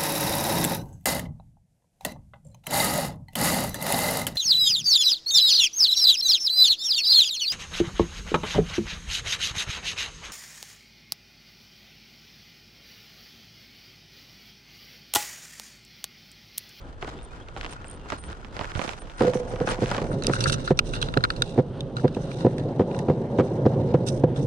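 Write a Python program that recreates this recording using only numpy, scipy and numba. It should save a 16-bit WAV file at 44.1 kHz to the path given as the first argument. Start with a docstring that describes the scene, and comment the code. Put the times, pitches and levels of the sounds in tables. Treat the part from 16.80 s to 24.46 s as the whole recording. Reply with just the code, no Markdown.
"""Longboard rolling off over slab joints

A walker crunches over grit, drops a longboard, steps on and rolls along a concrete path.
Noise from the concrete drives the deck modes; the dropped board and grooved joints strike them.
Grit, rubbing and the creaking hand-held housing are noise bursts, many ringing cavities at its two ports.
A dry high rattle, gliding bird whistles, heel thumps, far traffic and leaves, and wind rumble complete it.
"""
import sys
import numpy as np
from scipy import signal
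from scipy.fft import rfft, irfft
from scipy.io import wavfile
from scipy.ndimage import uniform_filter1d
from numba import njit

SR = 44100
rng = np.random.default_rng(int(sys.argv[2]) if len(sys.argv) > 2 else 0)


def bounce(signal):
    """Save signal as a 16-bit WAV file at the path given by the first command-line argument."""
    frames = np.transpose(np.atleast_2d(signal))
    limited = np.clip(frames, -1, 1)
    pcm = np.round(limited * 32767).astype(np.int16)
    wavfile.write(sys.argv[1], SR, pcm)


N = 337806
T = np.arange(N) / SR

# wheels on concrete: (time [s], deck rumble level [dB], wheel growl level [dB])
ROLL = [(2.395, -28, -42), (2.61, -36, -45.5), (3.09, -36.5, -43.5), (3.32, -29, -44.5), (3.72, -34.5, -65),
        (3.92, -38, -59), (4.29, -35, -53), (4.48, -42.5, -53), (4.6, -35.5, -49.5), (4.89, -36.5, -53.5),
        (5.2, -35.5, -51.5), (5.54, -33.5, -51.5), (5.85, -28.5, -45), (6.22, -27.5, -40),
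        (6.4, -27, -42.5), (6.56, -27, -43), (7.04, -25.5, -44), (7.44, -28, -48), (7.66, -26.5, -45)]
# deck and trucks: (frequency [Hz], level [dB], t60 [s]); row 0 is whole-board flex, its pitch set by FLEX
DECK = [(138.2, -5.5, 0.064), (169.4, 1.5, 0.058), (233, 9.5, 0.014), (380.4, 5, 0.028), (483.5, 1, 0.042),
        (533, 0.5, 0.047), (710, -0.5, 0.02), (987, -5.5, 0.044)]
# whole-board flex as the rider's weight shifts: (time [s], pitch [Hz], level against the rumble [dB])
FLEX = [(2.4, 154, -2), (2.52, 131, -3), (2.56, 145, -6), (2.62, 121.5, -2.5), (3.35, 138.4, 3.5),
        (3.6, 129, 5.5), (3.72, 132, 13.5), (3.86, 146, 1.5), (4.48, 125, 10.5), (4.51, 149, 5.5),
        (5.15, 146, 2.5), (5.58, 164, -1), (5.68, 145, 1.5), (6.11, 151, -7.5), (6.22, 140, -8),
        (6.63, 149, -12), (6.9, 135, 4), (7.0, 136, 4), (7.16, 139, 2), (7.62, 148.5, -1), (7.66, 135, 3)]
# dropped and trodden board: (deepest swing [s], blow level [dB], singing against the blow [dB])
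BOUNCES = [(2.4117, -12, -14), (2.421, -16, -20), (2.4345, -16, -3), (2.4491, -15.5, -19), (2.4558, -26, 2),
           (2.4764, -27, 11), (2.482, -21, 7.5), (2.4974, -26, -4), (2.5559, -17, -4.5), (2.602, -32, 8),
           (2.655, -34.5, 4.5), (2.737, -26, -1), (2.8085, -20, -6), (2.8151, -19.5, 0),
           (2.846, -24.5, -17), (2.92, -31, 3.5), (2.989, -24.5, -12), (3.218, -21.5, -13),
           (4.443, -28.5, -20), (4.762, -26.5, -20), (5.2389, -23, -20), (5.3693, -19, -24)]
# slab joints: (middle groove [s], blow level [dB], groove spacing [s], first groove against middle [dB],
# last groove against middle [dB], axle clack against the blow [dB])
JOINTS = [(3.031, -18.5, 0.0098, 2.5, -1.5, -22), (3.4985, -14, 0.017, -3, -12, -10.5),
          (3.9145, -15, 0.0054, 6, -35, -14.5), (4.3768, -17, 0.0073, 3, -29, -19),
          (4.789, -9.5, 0.0088, -3, -2.5, -20.5), (5.254, -10.5, 0.0084, 0.5, -14, -23),
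          (5.6594, -16, 0.0092, 8, 7.5, -22.5), (6.009, -12, 0.011, 3, -5.5, -19),
          (6.3009, -10, .0136, -3, -13, -17), (6.5997, -11, 0.01051, 1.5, -6, -11.5),
          (6.8657, -5, 0.0094, -9.5, -29, -19), (7.1506, -19.5, 0.0063, 11, -3.5, -16.5),
          (7.4399, -6, 0.0067, -36, -15, -20.5)]
# sideways place of sounds from the ground: (time [s], left minus right [dB])
GROUND_PAN = [(0, 0), (1.3, -4), (2.05, -12), (2.38, -3), (3.45, -1.5), (3.72, -5), (3.95, -2), (4.48, -5),
              (4.6, -2.5), (6, 0), (7.66, -1.5)]
# grit under shoes: (time [s], crack level [dB], sole thud against the crack [dB])
GRIT = [(0.2255, -23, -4.5), (0.246, -28, -8), (0.2774, -30.5, -0.5), (0.389, -36, -10),
        (0.6858, -30, -9.5), (0.764, -29, -3), (0.7735, -30.5, -11), (0.8115, -21.5, -24),
        (0.831, -29, -10), (0.839, -30, -10), (0.8461, -22.5, -14), (0.852, -27.5, -18),
        (0.863, -25.5, -20), (1.044, -32, -5), (1.258, -48, 10.5), (1.3021, -16, -26), (1.3212, -22, 1),
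        (1.439, -32, -29), (1.491, -37, -26), (1.511, -35, -13), (1.529, -31.5, -13), (1.647, -35, -5.5),
        (1.7666, -27, -7.5), (1.7922, -24.5, -5.5), (1.8112, -27.5, 1), (1.8443, -25, -9), (1.903, -37, -9),
        (1.918, -31, -11), (1.952, -27, -6.5), (1.96, -27, -12), (1.973, -29, -11), (1.993, -25.5, 0.5),
        (2.0155, -22.5, -7.5), (2.047, -29, -2.5), (2.0775, -25.5, -4.5), (2.092, -23, -10),
        (2.134, -29, -11), (2.219, -36.5, -4), (2.272, -38, -9), (2.298, -31, -12), (2.4072, -24, 5.5),
        (2.5352, -27, 1.5), (2.572, -27, -20), (2.715, -39, -3), (2.737, -37, 3), (2.76, -32.5, 1),
        (2.8022, -26, -11), (2.8184, -36, 0), (2.8738, -18, -0.5), (2.889, -20, -5), (2.909, -19, -7),
        (2.92, -26, -5), (2.9443, -29, -4), (2.9826, -32, -4), (3.0167, -36, -13), (3.0326, -30, 1.5),
        (3.093, -29, -15), (3.147, -22, -3), (3.0596, -20.5, -21), (3.1141, -23, 4), (3.18, -23.5, 3),
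        (3.2169, -25, -6)]
# heels landing: (time [s], push level [dB])
HEELS = [(1.868, -33), (1.956, -19), (1.978, -22.5)]
# housing slips: (time [s], level [dB], brightness [dB], slipping part pitch [Hz], t60 [s])
CLICKS = [(3.314, -27.5, -11, 4470, 0.038), (3.4219, -24.5, -1, 4030, 0.013),
          (3.436, -42, 6.5, 3850, 0.0077), (3.444, -23.5, -1.5, 2610, 0.018),
          (3.4672, -26, 6, 4840, 0.0071), (3.534, -18.5, -3, 2650, 0.026), (3.562, -25, -5, 4200, 0.035),
          (3.605, -24, 1, 5760, 0.038), (3.6382, -31, 4, 4430, 0.023), (3.6569, -14.5, -17, 3080, 0.052),
          (3.696, -16, -1, 4420, 0.022), (3.7269, -21.5, 0.5, 3030, 0.02), (3.7395, -26, 0, 5870, 0.038),
          (3.8756, -21, -3.5, 4170, 0.047), (3.9723, -51, 3.5, 5740, 0.05),
          (3.9894, -10.5, 0.5, 2620, 0.019), (4.135, -27, 0, 2660, 0.027), (4.155, -31, -13, 2600, 0.015),
          (4.2147, -34.5, 2, 3930, 0.068), (4.2257, -13.5, -1.5, 3280, 0.013),
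          (4.285, -29, -1.5, 3900, 0.022), (4.3382, -18, -3, 2900, 0.021), (4.372, -9.5, -3, 4030, 0.012),
          (4.406, -30, -3, 4000, 0.015), (4.4377, -9, -2.5, 4200, 0.024),
          (4.4484, -12.5, -4.5, 2620, 0.019), (4.5019, -11, -3, 4300, 0.018),
          (4.562, -42.5, 1.5, 4160, 0.049), (4.62, -12, 0.5, 3700, 0.015), (5.006, -35.5, 2.5, 3630, 0.013),
          (5.1665, -27, -1.5, 3870, 0.026), (5.182, -30, -3, 2600, 0.017), (5.195, -30, -10, 2600, 0.02),
          (5.2779, -28, -2.5, 3750, 0.018), (5.347, -42.5, 2.5, 2700, 0.012),
          (5.5141, -28.5, -1.5, 2420, 0.016), (5.781, -43.5, 3, 1750, 0.022),
          (5.794, -43.5, 0, 1790, 0.072), (6.112, -37.5, -0.5, 2460, 0.021),
          (6.145, -34, -1.5, 2660, 0.026), (6.1886, -48.5, 5.5, 1850, 0.022),
          (7.2848, -50.5, 7.5, 5000, 0.021), (7.56, -40.5, -0.5, 3520, 0.052)]
# slipping part, upper cavities, treble: (level at brightness 0 [dB], slope [dB per dB of brightness])
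CLICK_COLOUR = [(-6, 3.5), (-1, 3), (-8, 4.5)]
# cavities around the ports: (frequency [Hz], width [Hz], level [dB], left minus right [dB])
HOUSING = [(1390, 356, 13, 1.5), (2774, 350, 3, -6), (3744, 950, 4.5, -2.5), (4880, 250, -2, 1)]
# treble cavities, same columns: (frequency [Hz], width [Hz], level [dB], left minus right [dB])
HOUSING_TOP = [(5900, 1600, -1, -11), (8520, 2120, 0.5, -3.5), (12800, 2100, -10, 1.5)]
# steady brushing of clothes: (time [s], level [dB], brightness [dB])
RUSTLE = [(0.0, -76, -45), (0.74, -74, -40), (1.77, -75, -45), (1.96, -63.5, -32), (2.24, -68.5, -29.5),
          (2.98, -56, -21.5), (3.41, -59.5, -18), (3.6, -44, -7), (3.92, -73.5, -20), (4.52, -58, -6),
          (4.97, -74.5, -1), (5.5, -55.5, -1), (5.99, -67, -7.5), (6.89, -62.5, -16.5), (7.66, -71, 6)]
# scuffing soles, sleeves on the housing: (start [s], length [s], level [dB], brightness [dB])
SCUFFS = [(0.193, 0.15, -56, -20.5), (0.73, 0.27, -55.5, -9), (0.885, 0.1, -50, -9),
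          (1.278, 0.13, -51, -22), (1.427, 0.17, -60, -8), (1.725, 0.3, -60.5, -27), (1.938, 0.26, -45, -5),
          (2.376, 0.15, -43, -11.5), (2.528, 0.086, -47.5, 6), (2.854, 0.094, -37, -5),
          (2.991, 0.17, -46.5, -3), (3.088, 0.12, -50.5, -28), (3.32, 0.037, -49, -8),
          (3.433, 0.077, -47.5, 5), (3.507, 0.082, -50.5, 13), (3.66, 0.062, -35, 11),
          (3.719, 0.032, -32, 16.5), (3.73, 0.17, -52, -6), (3.838, 0.096, -43, 10),
          (4.039, 0.12, -53.5, 13), (4.126, 0.072, -40, 2.5), (4.199, 0.11, -46.5, -2),
          (4.56, 0.25, -55.5, 1), (5.152, 0.093, -52.5, -3), (5.338, 0.041, -56, 5), (5.55, 0.097, -57, -2),
          (6.117, 0.13, -61, 10), (6.634, 0.051, -60.5, 15.5), (7.263, 0.044, -39, 12),
          (7.282, 0.13, -68, 27.5), (7.545, 0.13, -58.5, 18)]
# dry high rattle: (start [s], length [s], mid-burst tick rate [per s], tick level [dB])
RATTLE = [(0.43, 0.021, 110, -40), (.91, 0.025, 190, -39.5), (1.049, .021, 100, -48),
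          (1.082, 0.044, 71, -30.5), (1.131, 0.033, 136, -43.5), (1.381, 0.038, 200, -39.5),
          (1.431, 0.045, 370, -45), (1.517, 0.014, 140, -48), (2.196, 0.027, 160, -39.5),
          (2.373, 0.057, 170, -45), (2.688, 0.018, 200, -47.5), (2.891, 0.027, 180, -33),
          (3.311, 0.024, 130, -41)]
# distant birds: (start [s], length [s], from [Hz], to [Hz], level [dB])
BIRDS = [(0.36, 0.06, 3350, 3700, -57), (0.41, 0.1, 3720, 3530, -65), (0.498, 0.03, 2370, 2500, -56),
         (0.535, 0.045, 2600, 2450, -60), (0.608, 0.023, 3050, 3400, -51.5), (0.66, 0.023, 2070, 2120, -60),
         (0.97, 0.04, 2380, 2680, -58), (1.052, 0.029, 8100, 7450, -55), (1.08, 0.025, 2830, 3320, -54),
         (1.186, 0.11, 2810, 2740, -60)]
# far traffic and leaves: (frequency [Hz], relative spectral level [dB])
PARK = [(35, -13.5), (60, 2), (190, -8.5), (503, -11), (577, -15), (1450, -24), (2200, -38), (3120, -29.5),
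        (7860, -56), (8820, -41), (15000, -103)]
# wind on the ports: (time [s], level [dB])
WIND = [(0, -44), (0.8, -42), (1.5, -45.5), (2.0, -44.5), (2.9, -38.5), (3.6, -37), (4.4, -34.5),
        (4.8, -48), (5.5, -48), (6.2, -50), (7.66, -43)]

# crunch level at brightness 0 [dB], its slope [dB per dB], treble level at brightness 0 [dB], its slope
RUSTLE_COLOUR, SCUFF_COLOUR = (4.5, -0.46, -1.5, 0), (1, -0.55, -7.5, 0.7852)

PORT_LAG_S = 18 / SR
STEP_ON_S = 3  # the deck is empty before this
FREE_DECK_HZ, FREE_DECK_T60_S, FREE_DECK_DB = 499, 0.16, -2
EMPTY_RUMBLE_DB = -4  # the unloaded deck rumbles less
FLEX_WANDER_DB = 1.2
FLEX_BLOW_EMPTY_DB, FLEX_BLOW_LOADED_DB = 0, 6.5
BOUNCE_CLACK_DB, TICK_DB = -16, -7.5  # against the blow, against the clack
JOINT_SING_DB = -15
SWING_S = 0.004  # a blow starts this long before the deepest swing
HISS_DB = -32.5  # wheel bearings against the rumble
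DECK_SIDE_DB = -18  # upper deck modes reach the right port more strongly
GRIT_RISE_S, GRIT_SNAP_DB = 0.00027, 11.5
GRIT_TREBLE_DB, GRIT_BODY_DB = -20, -2  # treble and lowest cavity against the crack
CRACK_T60_S, TREBLE_T60_S, THUD_T60_S, GRIT_BODY_T60_S = 0.0045, 0.002, 0.057, 0.0032
HEEL_HZ, HEEL_T60_S = 109, 0.046
CLICK_RISE_S, CLICK_SNAP_DB = 0.0011, 16
PART_WIDTH_HZ, PART_PAN_DB = 340, -11.5
HANDLED_FROM_S = 3.3  # soles scrape before, the housing is rubbed after
SOLE_HZ, SOLE_DB = (1500, 3940), -3.5
BODY_DB = -11.5  # lowest cavity against the upper ones while the housing is rubbed
CRACK_MOST_DB = 3.5
RATTLE_HZ, RATTLE_T60_S, RATTLE_SPEEDUP = 8850, 0.02, 0.26
PARK_DB = -44.5
WIND_UPPER_DB, WIND_ALIKE = -9.5, 0.45
MIC_HZ, TOP_HZ = 8120, 16200
CEILING = 0.9


def board():
    """Rolling and blows shake the deck; thin decks radiate little bass, soft wheels pass little treble."""
    deck_db, growl_db = curves(ROLL)
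    pan_db = curves(GROUND_PAN)[0]
    down = np.clip((T - ROLL[0][0]) / 0.029, 0, 1)
    rumble, growl = rolling(deck_db)
    deck = band(down * rumble + knocks(), 82, 824, order=3)
    heard = deck + down * undb(growl_db) * growl
    # opposite at the two ports
    side = undb(deck_db - 31.5 - 6.4 * pan_db) * down * unit(band(rng.standard_normal(N), 100, 720))
    side = side - undb(DECK_SIDE_DB) * band(np.roll(heard, int(0.00013 * SR)), 420, 900)
    hiss = unit(band(ports(0.93, lag_s=PORT_LAG_S), 1300, 2000))
    hiss = undb(deck_db + HISS_DB + 3.0 * walk(25)) * down * hiss
    panned = heard * undb(np.array([pan_db, -pan_db]) / 2)
    return panned + side * np.array([[1], [-1]]) + axle_clacks() + hiss


def rolling(deck_db):
    """Rough concrete, as uneven noise, excites deck modes, moving flex, the free deck and wheel growl."""
    flex_hz, share_db = curves(FLEX)
    flex_db = deck_db + share_db + FLEX_WANDER_DB * walk(3.25)
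    road = undb(1.5 * walk(60)) * rng.standard_normal(N)
    modes = sum(undb(db) * unit(ring(road, hz, t60)) for hz, db, t60 in DECK[1:6])
    rumble = undb(deck_db + EMPTY_RUMBLE_DB * (T < STEP_ON_S)) * unit(band(modes, 84, 715, order=3))
    rumble = rumble + undb(flex_db) * unit(glide(road, flex_hz, DECK[0][2]))
    free = np.clip((STEP_ON_S - T) / 0.047, 0, 1) * unit(ring(road, FREE_DECK_HZ, FREE_DECK_T60_S))
    rumble = rumble + undb(deck_db + FREE_DECK_DB) * free
    growl = unit(undb(1.5 * walk(21)) * band(road, 582, 960, order=3))
    return rumble, growl


def knocks():
    """Each blow is a short soft push that rings the flex, the deck modes and a singing pair."""
    s, db, _, sing_db = blows()
    starts = ((s - SWING_S) * SR).astype(int)
    taps, sing = np.zeros(N), np.zeros(N)
    taps[starts] = -undb(db)
    sing[starts] = -undb(db + sing_db)
    flex = taps * undb(np.where(T < STEP_ON_S, FLEX_BLOW_EMPTY_DB, FLEX_BLOW_LOADED_DB))
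    knock = undb(DECK[0][1]) * glide(flex, curves(FLEX)[0], DECK[0][2])
    # neighbouring modes swing opposite ways at the wheel
    for k, (hz, mode_db, t60) in enumerate(DECK[1:]):
        knock = knock + (-1) ** (k + 1) * undb(mode_db) * ring(taps, hz, t60)
    knock = knock + ring(sing, FREE_DECK_HZ, FREE_DECK_T60_S)
    knock = knock + undb(-4.0) * ring(sing, 1.09 * FREE_DECK_HZ, 0.56 * FREE_DECK_T60_S)
    push = np.hanning(int(0.0011 * SR))
    return np.convolve(knock, push / push.sum())[:N]


def axle_clacks():
    """Axle hardware answers each blow with a short high tick and a longer clack of noise."""
    s, db, clack_db, _ = blows()
    clack = bursts(s - 0.002, db + clack_db, 0.043, 0) * unit(band(ports(0.72), 320, 1256))
    tick = bursts(s - SWING_S, db + clack_db + TICK_DB, 0.0048, 0) * unit(band(ports(0.52), 1900, 4500))
    return clack + tick


def blows():
    """Times [s], levels, clack shares and singing shares [dB] of bounces and of three grooves a joint."""
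    rows = [(s, db, BOUNCE_CLACK_DB, sing_db) for s, db, sing_db in BOUNCES]
    for s, db, gap_s, first_db, last_db, clack_db in JOINTS:
        for k, share_db in ((-0.986, first_db), (0, 0), (0.88, last_db)):
            rows.append((s + k * gap_s, db + share_db, clack_db, JOINT_SING_DB))
    return np.transpose(rows)


def grit():
    """Each crack is milliseconds of noise with a snap, a dull sole thud and a ringing lowest cavity."""
    s, db, thud_db = np.transpose(GRIT)
    pan_db = np.interp(s, *np.transpose(GROUND_PAN))
    noise = ports(0.91, lag_s=-0.00027)
    noise[:, ((s + GRIT_RISE_S) * SR).astype(int)] -= undb(GRIT_SNAP_DB)
    crack = bursts(s, db, CRACK_T60_S, pan_db) * noise
    treble = bursts(s, db + GRIT_TREBLE_DB, TREBLE_T60_S, pan_db) * noise
    thud = bursts(s, db + thud_db, THUD_T60_S, pan_db) * ports(0.87)
    body = bursts(s, db + GRIT_BODY_DB, GRIT_BODY_T60_S, pan_db) * ports(1.0, lag_s=PORT_LAG_S)
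    out = full_band(crack, 1000, 3090) + full_band(treble, 4600, 5160) + full_band(thud, 68, 1006)
    return out + cavities(body, HOUSING[:1])


def heels():
    """A heel pushes the ground once, softly: one low mode, smoothed."""
    s, db = np.transpose(HEELS)
    taps = np.zeros(N)
    taps[(s * SR).astype(int)] = undb(db)
    return uniform_filter1d(ring(taps, HEEL_HZ, HEEL_T60_S), size=40) * pan(-13.0)


def clicks():
    """Plastic parts slip near the right port, each at its own pitch; bright slips ring high cavities more."""
    s, db, bright_db, hz, t60 = np.transpose(CLICKS)
    starts = (s * SR).astype(int)
    part_db, upper_db, top_db = (base_db + slope * bright_db for base_db, slope in CLICK_COLOUR)
    noise = ports(0.7, lag_s=PORT_LAG_S)
    for i in starts + int(CLICK_RISE_S * SR):  # each slip lets go with one snap
        noise[[0, 1], [i + int(PORT_LAG_S * SR), i]] += undb(CLICK_SNAP_DB)
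    out = np.zeros((2, N))
    for share_db, modes in ((0, HOUSING[:1]), (upper_db, HOUSING[1:]), (top_db, HOUSING_TOP)):
        out += cavities(bursts(s, db + share_db, t60, 0, CLICK_RISE_S) * noise, modes)
    slip = bursts(s, db + part_db, t60, 0, CLICK_RISE_S) * noise
    edges = np.append(starts, N)
    for a, b, part_hz in zip(edges[:-1], edges[1:], hz):
        out[:, a:b] += cavities(slip[:, a:b], [(part_hz, PART_WIDTH_HZ, 0, PART_PAN_DB)])
    return out


def rustle():
    """Rubbing: grainy noise scrapes under soles or rings the cavities, with a dull crunch below."""
    gains = colours(*curves(RUSTLE), RUSTLE_COLOUR)
    for s, length_s, db, bright_db in SCUFFS:
        u = np.clip((T - s) / length_s, 0, 1)
        contact = np.minimum(1, u / 0.2) * (1 - u ** 2.28)  # comes suddenly, eases off
        gains = gains + colours(db, bright_db, SCUFF_COLOUR)[:, None] * contact
    low, middle, top = gains
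    shared = undb(1.8 * walk(150))
    a, b, c, d = (unit(slips(shared) * ports(alike, lag_s=PORT_LAG_S))
                  for alike in (0.87, 0.33, 0.099, 0.1))
    crunch = cavities(a, HOUSING[:1]) + undb(15.0) * band(b, 570, 1260, order=1)
    sole = undb(SOLE_DB) * pan(-4.0) * unit(band(b + c, *SOLE_HZ, order=1))
    housing = cavities(b + c, HOUSING[1:]) + undb(BODY_DB) * cavities(a, HOUSING[:1])
    rub = np.where(T < HANDLED_FROM_S, sole, housing)
    return low * unit(crunch) + middle * rub + top * cavities(c + d, HOUSING_TOP)


def slips(shared):
    """Grain of a rubbing contact: own flicker and scattered small cracks on a shared unevenness."""
    crack_db = np.minimum(12.0 * rng.exponential(size=N), CRACK_MOST_DB)
    cracks = (rng.random(N) < 160 / SR) * undb(crack_db)
    cracks = signal.lfilter([1], [1, -np.exp(-1 / (0.00098 * SR))], cracks)
    flicker = undb(1.1 * walk(300) + 3.1 * walk(40))
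    return shared * flicker * (1 + 1.5 * cracks)


def colours(db, bright_db, colour):
    """Gains of crunch, middle and treble of a rub."""
    low_db, low_slope, top_db, top_slope = colour
    return undb([db + low_db + low_slope * bright_db, db, db + top_db + top_slope * bright_db])


def rattle():
    """Runs of quickening ticks into two short high modes."""
    ticks = np.zeros(N)
    for s, length_s, rate, db in RATTLE:
        t = 0.
        for level_chance, gap_chance in rng.standard_normal((20, 2)):
            if t < length_s:
                ticks[int((s + t) * SR)] = undb(db + 0.91 * level_chance)
            rate_now = rate * (1 + RATTLE_SPEEDUP * (t / length_s - 0.5))
            t += (1 + 0.036 * gap_chance) / rate_now
    ticks = band(ticks, 8560, 10400)
    upper = ring(ticks, 1.04 * RATTLE_HZ, 0.2 * RATTLE_T60_S)
    return (ring(ticks, RATTLE_HZ, RATTLE_T60_S) + upper) * pan(-2.5)


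def birds():
    """Short whistles: sines whose pitch glides fast, then slower."""
    out = np.zeros(N)
    for s, length_s, from_hz, to_hz, db in BIRDS:
        u = np.linspace(0, 1, int(length_s * SR))
        hz = to_hz + (from_hz - to_hz) * (1 - u) ** 1.5
        swell = np.sqrt(np.sin(np.pi * u) + 1e-9)
        i = int(s * SR)
        out[i:i + len(u)] += undb(db) * swell * np.sin(2 * np.pi * np.cumsum(hz) / SR)
    return out


def park():
    """Far traffic and leaves as shaped noise; gusty wind as low rumble on the ports."""
    hz = np.maximum(np.fft.rfftfreq(N, 1 / SR), 1)
    shape_hz, shape_db = np.transpose(PARK)
    shape = undb(np.interp(np.log(hz), np.log(shape_hz), shape_db))
    far = undb(PARK_DB + 2.2 * walk(25)) * unit(irfft(rfft(ports(0.98)) * shape, N))
    lower = unit(band(ports(WIND_ALIKE), 22, 45))
    upper = undb(WIND_UPPER_DB + 4.5 * walk(3.7)) * unit(band(ports(0.3), 40, 130))
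    return far + undb(curves(WIND)[0]) * pan(-2.5) * (lower + upper)


def undb(db):
    """dB to gain."""
    return 10 ** (np.asarray(db) / 20)


def unit(x):
    """Scale to rms 1."""
    return x / np.sqrt(np.mean(x ** 2))


def curves(table):
    """Columns of a table drawn over time."""
    s, *columns = np.transpose(table)
    return [np.interp(T, s, c) for c in columns]


def pan(db):
    """Left and right gains for a level difference."""
    return undb(np.array([[db / 2], [-db / 2]]))


def ring(x, hz, t60):
    """One mode: an impulse becomes a dying sine."""
    r, w = np.exp(-np.log(1000) / (t60 * SR)), 2 * np.pi * hz / SR
    return signal.lfilter([0, np.sin(w)], [1, -2 * r * np.cos(w), r * r], x)


def glide(x, hz, t60):
    """One mode whose pitch moves along hz."""
    turn = np.exp(2j * np.pi * np.cumsum(hz) / SR)
    decay = np.exp(-np.log(1000) / (t60 * SR))
    return (turn * signal.lfilter([1], [1, -decay], x / turn)).imag


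def cavities(x, modes):
    """Broad resonances with steep skirts; white noise of rms 1 leaves near rms 1."""
    out, power = 0, 0
    for hz, width_hz, db, pan_db in modes:
        b, a = signal.iirpeak(hz, hz / width_hz, SR)
        out = out + undb(db) * pan(pan_db) * signal.lfilter(b, a, signal.lfilter(b, a, x))
        power += undb(db) ** 2 * np.pi / 2 * width_hz / SR
    return out / np.sqrt(power)


def band(x, lo_hz, hi_hz, order=2):
    """Band-pass."""
    return signal.sosfilt(signal.butter(order, [lo_hz, hi_hz], "band", fs=SR, output="sos"), x)


def full_band(x, lo_hz, hi_hz):
    """Band-pass raised to about the power of the white noise fed in."""
    return band(x, lo_hz, hi_hz) * np.sqrt(SR / 2 / (hi_hz - lo_hz))


def walk(rate):
    """Random levels held 1 / rate s and smoothed twice; rms 1."""
    k = int(SR / rate)
    steps = np.repeat(rng.standard_normal(N // k + 1), k)
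    return unit(uniform_filter1d(uniform_filter1d(steps, k), k)[:N])


def ports(alike, lag_s=0.):
    """Noise at both ports, partly shared, the left late by lag_s."""
    shared, own = rng.standard_normal(N), rng.standard_normal((2, N))
    both = np.array([np.roll(shared, int(lag_s * SR)), shared])
    return np.sqrt(alike) * both + np.sqrt(1 - alike) * own


def bursts(times, gains_db, t60s, pans_db, rise_s=GRIT_RISE_S):
    """Envelope of bursts that rise linearly and die exponentially, each cut after its t60."""
    env = np.zeros((2, N + SR))
    for s, db, t60, pan_db in zip(*np.broadcast_arrays(times, gains_db, t60s, pans_db)):
        t = np.arange(int(t60 * SR)) / SR
        shape = np.minimum(1, t / rise_s) * np.exp(-np.log(1000) * t / t60)
        i = int(s * SR)
        env[:, i:i + len(t)] += undb(db) * pan(pan_db) * shape
    return env[:, :N]


def scene():
    """All sources at the two ports."""
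    return board() + grit() + heels() + clicks() + rustle() + rattle() + birds() + park()


@njit
def follow(x, attack, release):
    """Peak follower."""
    e, out = 0., np.empty(len(x))
    for i in range(len(x)):
        e += (x[i] - e) * (attack if x[i] > e else release)
        out[i] = e
    return out


def record(dry):
    """Microphones lose treble; gain control ducks loud hits; peaks are rounded; the top is cut."""
    dry = signal.sosfilt(signal.butter(3, MIC_HZ, fs=SR, output="sos"), dry)
    env = follow(np.abs(dry).max(axis=0), 1 / (0.0058 * SR), 1 / (0.08 * SR))
    gain = np.minimum(1, undb(-11.0) / (env + 1e-9))
    rounded = CEILING * np.tanh(dry * gain / CEILING)
    return signal.sosfilt(signal.ellip(8, 0.2, 70, TOP_HZ, fs=SR, output="sos"), rounded)


dry = scene()
out = record(dry)
bounce(out)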